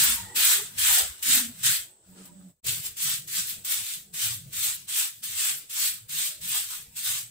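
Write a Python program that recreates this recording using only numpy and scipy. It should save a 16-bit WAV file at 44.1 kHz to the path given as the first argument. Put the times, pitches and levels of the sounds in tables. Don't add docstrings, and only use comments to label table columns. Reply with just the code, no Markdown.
import sys
import numpy as np
from scipy import signal
from scipy.fft import rfft, irfft, next_fast_len
from scipy.io import wavfile
from scipy.ndimage import uniform_filter1d, map_coordinates

SR = 44100
rng = np.random.default_rng(int(sys.argv[2]) if len(sys.argv) > 2 else 0)


def dump(signal):
    limited = np.clip(np.atleast_2d(signal).T, -1, 1)
    pcm = np.round(limited * 32767).astype(np.int16)
    wavfile.write(sys.argv[1], SR, pcm)


N = 321930

# f/Hz, density/dB per Hz
ROOM_SPECTRUM = [(25, -20), (136, -12), (278, -2.5), (400, -2), (612, -4.5), (760, -5.5), (1400, -26),
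                 (3000, -31), (5500, -45), (8000, -3.5), (10000, -33.5), (16000, -37)]
# t/s, level/dB
ROOM_LEVEL = [(0, -55.5), (1.3, -65), (1.95, -68), (2.5, -69), (2.65, -69.5), (7.3, -75)]

# t/s, length/s, f/Hz, width/Hz, level/dB
HUMS = [(0, 0.19, 66, 11, -50), (.01, 0.12, 233.4, 35, -49), (0.171, 0.047, 935, 15, -47),
        (.19, .1, 187.4, 12, -53.5), (.22, .075, 98.5, 8.8, -47), (.24, 0.22, 890, 90, -56.5),
        (.17, .18, 1900, 90, -54), (.52, 0.12, 414, 40.5, -52), (.63, 0.21, 105, 9.5, -55),
        (0.781, 0.13, 75, 15, -52.5), (1.019, 0.095, 68, 17, -49.5), (1.269, 0.14, 240, 72, -43.5),
        (1.37, .15, 247, 30, -46.5), (.97, .07, 480, 110, -53.5), (1.45, .16, 188, 11, -59.5),
        (1.612, 0.1, 117.7, 24, -45.5), (2.157, .06, 328, 300, -55.5), (2.13, 0.055, 940, 17, -69),
        (2.27, .06, 977, 10, -69), (2.66, 0.15, 125, 56, -47.5), (3.01, .21, 148.3, 53, -54),
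        (4.23, 0.16, 113, 17.6, -47.5), (4.42, 0.071, 135.4, 31, -49.5), (4.561, .12, 100.7, 17, -57.5),
        (5.281, 0.1, 91.98, 15, -60.5), (6.021, 0.048, 112, 11, -57.5), (6.136, 0.064, 156, 14, -55.5),
        (6.239, 0.24, 604, 81, -69.5), (7.054, 0.1, 106, 39.4, -55), (7.23, 0.053, 116, 20, -58)]
# f/Hz, level/dB
DRONE = [(186.2, -51.5), (271.5, -66), (356.4, -71.5), (580, -72)]
# t/s, level/dB
RUMBLE_LEVEL = [(0, -48), (.3, -56.5), (.9, -56.5), (1.25, -65.5), (1.35, -54), (1.8, -56), (2, -76),
                (2.1, -59), (2.5, -61), (2.75, -50), (2.95, -62.5), (3.2, -55), (3.9, -60), (4.6, -56.5),
                (5.25, -67.5), (5.5, -61), (7.3, -60)]
# f/Hz, density/dB per Hz
RUMBLE_SPECTRUM = [(20, -10.5), (60, -4.0), (110, -0.5), (170, 0.0), (260, -14.5), (400, -16.5), (900, -27)]

# touch t/s, nominal landing level/dB, level at touch/dB, peak t/s, peak level/dB,
# lift t/s, level at lift/dB, release rate/(dB/s), trailing ribs level/dB, scrape relative to scratch/dB
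STROKES = [(-.03, -40, -24.5, .036, -22.5, .12, -26.5, 184, -38.5, -15),
           (0.357, -15, -27.5, .46, -22, 0.54, -23, 172, -40, -17.5),
           (0.7787, -25, -30.5, .894, -22.5, 0.99, -23, 184, -41, -15),
           (1.225, -13, -36, 1.32, -21.5, 1.385, -23.5, 220, -47, -21),
           (1.6312, -14.5, -32, 1.667, -22, 1.763, -29.5, 225, -56, -22),
           (2.641, -37.5, -48, 2.688, -28, 2.704, -30, 130, -55, -20.5),
           (2.9663, -24, -44.5, 3.03, -30.5, 3.14, -30, 227, -54, -22.5),
           (3.2754, -23, -44, 3.386, -29.5, 3.395, -30, 160, -55, -21),
           (3.6466, -16, -41, 3.718, -29, 3.81, -36.5, 150, -55, -18),
           (4.137, -23, -43, 4.248, -29, 4.333, -37.5, 183, -52, -17.5),
           (4.5279, -25, -40.5, 4.644, -29.5, 4.7, -31, 188, -47, -19),
           (4.8816, -27, -39.5, 5.001, -28, 5.056, -33, 235, -46, -17.5),
           (5.2315, -24, -36.5, 5.3, -39, 5.38, -40, 200, -55, -20),
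           (5.696, -26, -43.5, 5.822, -28.5, 5.878, -28.5, 186, -66, -20.5),
           (6.0905, -26, -42.5, 6.189, -31, 6.27, -32.5, 178, -56, -21),
           (6.4103, -28.5, -45, 6.485, -35, 6.58, -28.5, 163, -52, -20),
           (6.9622, -25, -39, 7, -37, 6.99, -36, 200, -55, -21)]
# peak t/s, peak level/dB, lift t/s, level at lift/dB,
# release rate/(dB/s), trailing ribs level/dB, scrape relative to scratch/dB
PUSHES = [(.765, -49, 0.82, -48, 200, -70, -11), (1.195, -52, 1.2, -53, 198, -70, -22),
          (1.565, -52, 1.56, -53, 200, -70, -20), (1.61, -44.5, 1.64, -41.5, 200, -70, -23),
          (4.505, -59, 4.525, -52, 200, -70, -27), (6.95, -58.5, 5.9, -57, 200, -67, -13),
          (2.87, -35, 2.87, -37.5, 332, -49, -22), (3.5, -35.5, 3.51, -36.5, 180, -57, -29),
          (3.87, -37.5, 3.94, -37, 193, -56, -24), (5.405, -29, 5.497, -29, 160, -54, -17.5),
          (6.71, -39, 6.756, -38, 170, -63, -14), (7.065, -31, 7.187, -34, 214, -60, -17.5)]
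# t/s, nominal level/dB
SNAPS = [(1.265, -15), (2.254, -32), (2.3999, -47), (2.6644, -12.5), (3.6955, -22.5)]
# t/s, scratch level/dB, sizzle relative to scratch/dB
SHUFFLE = [(1.95, -87, -18), (2.06, -69, -20), (2.134, -68, -21), (2.186, -55.5, -24), (2.278, -57, 3),
           (2.318, -67, -22), (2.45, -67.5, -21.5), (2.52, -74, -20)]
# f/Hz, density/dB per Hz
SCRATCH_SPECTRUM = [(700, -49), (1100, -20.5), (1600, -9.5), (2200, -6), (3500, -0.5), (5200, -5.5),
                    (7000, -5.5), (9200, -4.5), (10200, -7), (11000, -45)]
NICHE_SPECTRUM = [(1000, -29.5), (1400, -5.5), (1700, -1.5), (2100, -4.5), (2800, -43.5)]
SCRAPE_SPECTRUM = [(400, -34), (700, -15), (850, -8.5), (1050, -6.5), (1300, -3.5), (1700, -6),
                   (2300, -43.5)]
SIZZLE_SPECTRUM = [(8800, -44.5), (9800, -3), (10800, 2), (12500, 1), (14500, -2), (16000, -10.5)]

# f/Hz, correlation (1 = the same)
LIKENESS = [(60, .93), (200, 0.92), (400, 0.82), (700, 0.44), (1400, 0.051), (3000, 0.015)]
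# f/Hz, left minus right level/dB
BALANCE = [(60, 0), (200, -2), (640, 0.5), (1400, 0), (4000, 1), (6500, 1.5), (8200, -2), (10000, -0.5),
           (12500, 2.5), (15500, 6)]
# f/Hz, width/Hz, level/dB
PORT_RESONANCES = [(7974, 1180, 5.5), (14970, 1360, 5.5)]
# t/s, level/dB
DROPOUT = [(2.505, -0.5), (2.545, -18), (2.6, -26.5), (2.61, -60), (2.625, -54), (2.63, -18), (2.645, 0)]

BACK_S = 2.62
NICHE_DB = (-13, -33)
TRAIL_SCRAPE_DB, TRAIL_SIZZLE_DB = (-7.5, -39), (-9.5, -3)
SCRAPE_BUILDS_DB = (8.5, 3.5)
BUILD_S = 0.18
LEAD_S, ATTACK_S = 0.017, 0.0077
RISE_BEND = 0.82
PUSH_DB_PER_S, TRAIL_DB_PER_S = 222, 82
SCRAPE_GROWS = 0.23
SIZZLE_DB, SHUFFLE_SCRAPE_DB = -3, -5
DRONE_S, DRONE_LENGTH_S, DRONE_WIDTH_HZ = 2.06, 0.47, 9.6
SLIDE_S, SLIDE_LENGTH_S, SLIDE_WIDTH_HZ, SLIDE_DB = 0.86, 0.2, 260, -45
SLIDE_FROM_HZ, SLIDE_TO_HZ = 1000, 596
STEADY_UNDER_HZ = 30
SWELL_S, SWELL_SHARE = 0.032, 0.14
RUMBLE_WAVERS_DB, ROOM_WAVERS_DB = 2, 4.4
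TOP_HZ = 15750


def amp(db):
    return 10 ** (np.asarray(db) / 20)


def unit(x):
    return x / np.sqrt(np.mean(np.abs(x) ** 2) + 1e-20)


def along(points, hz):
    f, values = np.transpose(points)
    return np.interp(np.log(hz + 1), np.log(f + 1), values)


def curves(rows):
    knot_s, *columns = np.transpose(rows)
    return [np.interp(np.arange(N) / SR, knot_s, column) for column in columns]


def wobble(rate):
    knots = rng.standard_normal(int(N * rate / SR) + 4)
    return map_coordinates(knots, [np.arange(N) * rate / SR])


def placed(pair):
    return np.where(np.arange(N) / SR < BACK_S, pair[0], pair[1])


def filtered(x, response):
    m = next_fast_len(N + SR // 2)
    return irfft(rfft(x, m) * response(np.fft.rfftfreq(m, 1 / SR)), m)[..., :N]


def spread(pair, spectrum):
    def mid_side(hz):
        angle = np.arccos(np.clip(along(LIKENESS, hz), -1, 1)) / 2
        return amp(along(spectrum, hz)) * [np.cos(angle), np.sin(angle)]

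    mid, side = filtered(pair, mid_side)
    return unit(np.array([mid + side, mid - side]))


def patchy(pair, depth_db, drift_db=0):
    z = signal.stft(pair, nperseg=2048)[2]

    def patches(bins, frames):
        grid = uniform_filter1d(rng.standard_normal(z.shape[1:]), size=bins, axis=0)
        return unit(uniform_filter1d(grid, size=frames, axis=1))

    gain_db = depth_db * patches(3, 3) + drift_db * patches(50, 3)
    return signal.istft(z * amp(gain_db), nperseg=2048)[1][:, :N]


def room():
    level_db, = curves(ROOM_LEVEL)
    murmur = spread(patchy(rng.standard_normal((2, N)), depth_db=3), ROOM_SPECTRUM)
    return amp(level_db + ROOM_WAVERS_DB * wobble(6)) * murmur


def hum(s, length, hz, width_hz, db, end_hz=None):
    t = np.arange(round((length + 0.05) * SR)) / SR
    rate = width_hz + 12 + hz / 20
    re, im, side = [map_coordinates(k, [t * rate]) for k in rng.standard_normal((3, 250))]
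    phase = 2 * np.pi * np.cumsum(np.linspace(hz, end_hz or hz, len(t))) / SR
    steady = 1.5 * np.exp(-(width_hz / STEADY_UNDER_HZ) ** 2)
    wavering = unit(steady + re + 1j * im)
    tone = np.real(wavering * np.exp(1j * phase)) * np.sqrt(2)
    apart = np.clip(0.2 + hz / 900, 0, 1) * side * np.sin(phase)
    from_ends = np.minimum(t, t[-1] - t)
    swell = np.sin(np.pi / 2 * np.clip(from_ends / (SWELL_S + SWELL_SHARE * length), 0, 1)) ** 2
    start = round(max(s - 0.02, 0) * SR)
    return start, amp(db) * swell * np.array([tone + apart, tone - apart])


def hollow():
    sounds = [hum(*row) for row in HUMS]
    sounds += [hum(DRONE_S, DRONE_LENGTH_S, hz, DRONE_WIDTH_HZ, db) for hz, db in DRONE]
    sounds.append(hum(SLIDE_S, SLIDE_LENGTH_S, SLIDE_FROM_HZ, SLIDE_WIDTH_HZ, SLIDE_DB, end_hz=SLIDE_TO_HZ))
    hums = np.zeros((2, N + SR))
    for start, sound in sounds:
        hums[:, start:start + sound.shape[1]] += sound
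    level_db, = curves(RUMBLE_LEVEL)
    rumble = spread(patchy(rng.standard_normal((2, N)), depth_db=4.5), RUMBLE_SPECTRUM)
    return hums[:, :N] + amp(level_db + RUMBLE_WAVERS_DB * wobble(10)) * rumble


def pressure():
    t = np.arange(N) / SR
    rises = []
    for touch, _, touch_db, peak, peak_db, *rest in STROKES:
        progress = np.clip((t - touch) / (peak - touch), 0, 1)
        rise_db = touch_db + (peak_db - touch_db) * progress ** RISE_BEND
        gate = np.clip((t - touch + LEAD_S) / (LEAD_S + ATTACK_S), 0, 1) ** 2
        rises.append((rise_db, gate, peak, peak_db, *rest))
    for peak, peak_db, *rest in PUSHES:
        rise_db = peak_db - PUSH_DB_PER_S * np.maximum(peak - t, 0)
        rises.append((rise_db, 1, peak, peak_db, *rest))

    shuffle_db, airy_db = curves(SHUFFLE)
    shuffle = amp([shuffle_db, shuffle_db + SHUFFLE_SCRAPE_DB, shuffle_db + airy_db])
    power = (placed((1, 0)) * shuffle) ** 2
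    trail_scrape, trail_sizzle = amp(placed(TRAIL_SCRAPE_DB)), amp(placed(TRAIL_SIZZLE_DB))
    builds_db = placed(SCRAPE_BUILDS_DB)
    for rise_db, gate, peak, peak_db, lift, lift_db, release, trail_db, scrape_db in rises:
        after = np.maximum(t - lift, 0)
        hold_db = np.interp(t, [peak, lift], [0, lift_db - peak_db])
        db = rise_db + hold_db - release * after
        main = gate * amp(db)
        trail = (t > lift) * amp(trail_db - TRAIL_DB_PER_S * after)
        unbuilt_db = builds_db * np.clip((lift - t) / BUILD_S, 0, 1)
        scrape = main * amp(scrape_db + SCRAPE_GROWS * (db - peak_db) - unbuilt_db)
        power[0] += main ** 2 + trail ** 2
        power[1] += scrape ** 2 + (trail * trail_scrape) ** 2
        power[2] += (main * amp(SIZZLE_DB)) ** 2 + (trail * trail_sizzle) ** 2
    return np.sqrt(power)


def catches(spike_db, clump_db):
    uneven = np.clip(rng.standard_normal((2, N)), -2, 2)
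    clumps = wobble(170) + wobble(40)
    return amp(spike_db * uneven + clump_db * clumps) * rng.standard_normal((2, N))


def bursts():
    out, t = np.zeros((2, N + SR)), np.arange(SR // 20) / SR
    landings = [row[:2] for row in STROKES if row[0] >= 0]
    for s, db in SNAPS + landings:
        envelope = amp(db - 11.5 - 60 * t / 0.063) * (1 - np.exp(-t / 0.0025))
        start = round(s * SR)
        out[:, start:start + len(t)] += envelope * rng.standard_normal((2, len(t)))
    return filtered(out[:, :N], lambda hz: (1j * hz / 1500 / (1 + 1j * hz / 1500)) ** 2)


def broom():
    scratch_gain, scrape_gain, sizzle_gain = pressure()
    tips = catches(spike_db=2.5, clump_db=0.37)
    scratch = spread(patchy(tips, depth_db=2.5, drift_db=0.85), SCRATCH_SPECTRUM)
    niche = spread(patchy(catches(spike_db=5, clump_db=0), depth_db=1), NICHE_SPECTRUM)
    scrape = spread(patchy(catches(spike_db=3, clump_db=2.5), depth_db=4), SCRAPE_SPECTRUM)
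    sizzle = spread(patchy(catches(spike_db=6.5, clump_db=-1.34), depth_db=0), SIZZLE_SPECTRUM)
    scratch_in_place = scratch + amp(placed(NICHE_DB)) * niche
    return scratch_gain * scratch_in_place + scrape_gain * scrape + sizzle_gain * sizzle + bursts()


def scene():
    dropout_db, = curves(DROPOUT)
    return amp(dropout_db) * (room() + hollow() + broom())


def record(dry):
    def response(f):
        ports = 1 + sum(amp(db) * 1j * f * width / (centre * centre - f * f + 1j * f * width)
                        for centre, width, db in PORT_RESONANCES)
        lean = amp(np.outer([0.5, -0.5], along(BALANCE, f)))
        edge = np.sin(np.pi / 2 * np.clip((TOP_HZ - f) / 250 + 0.5, 0, 1)) ** 2
        return ports * lean * edge

    return filtered(dry, response)


dry = scene()
out = record(dry)
dump(out)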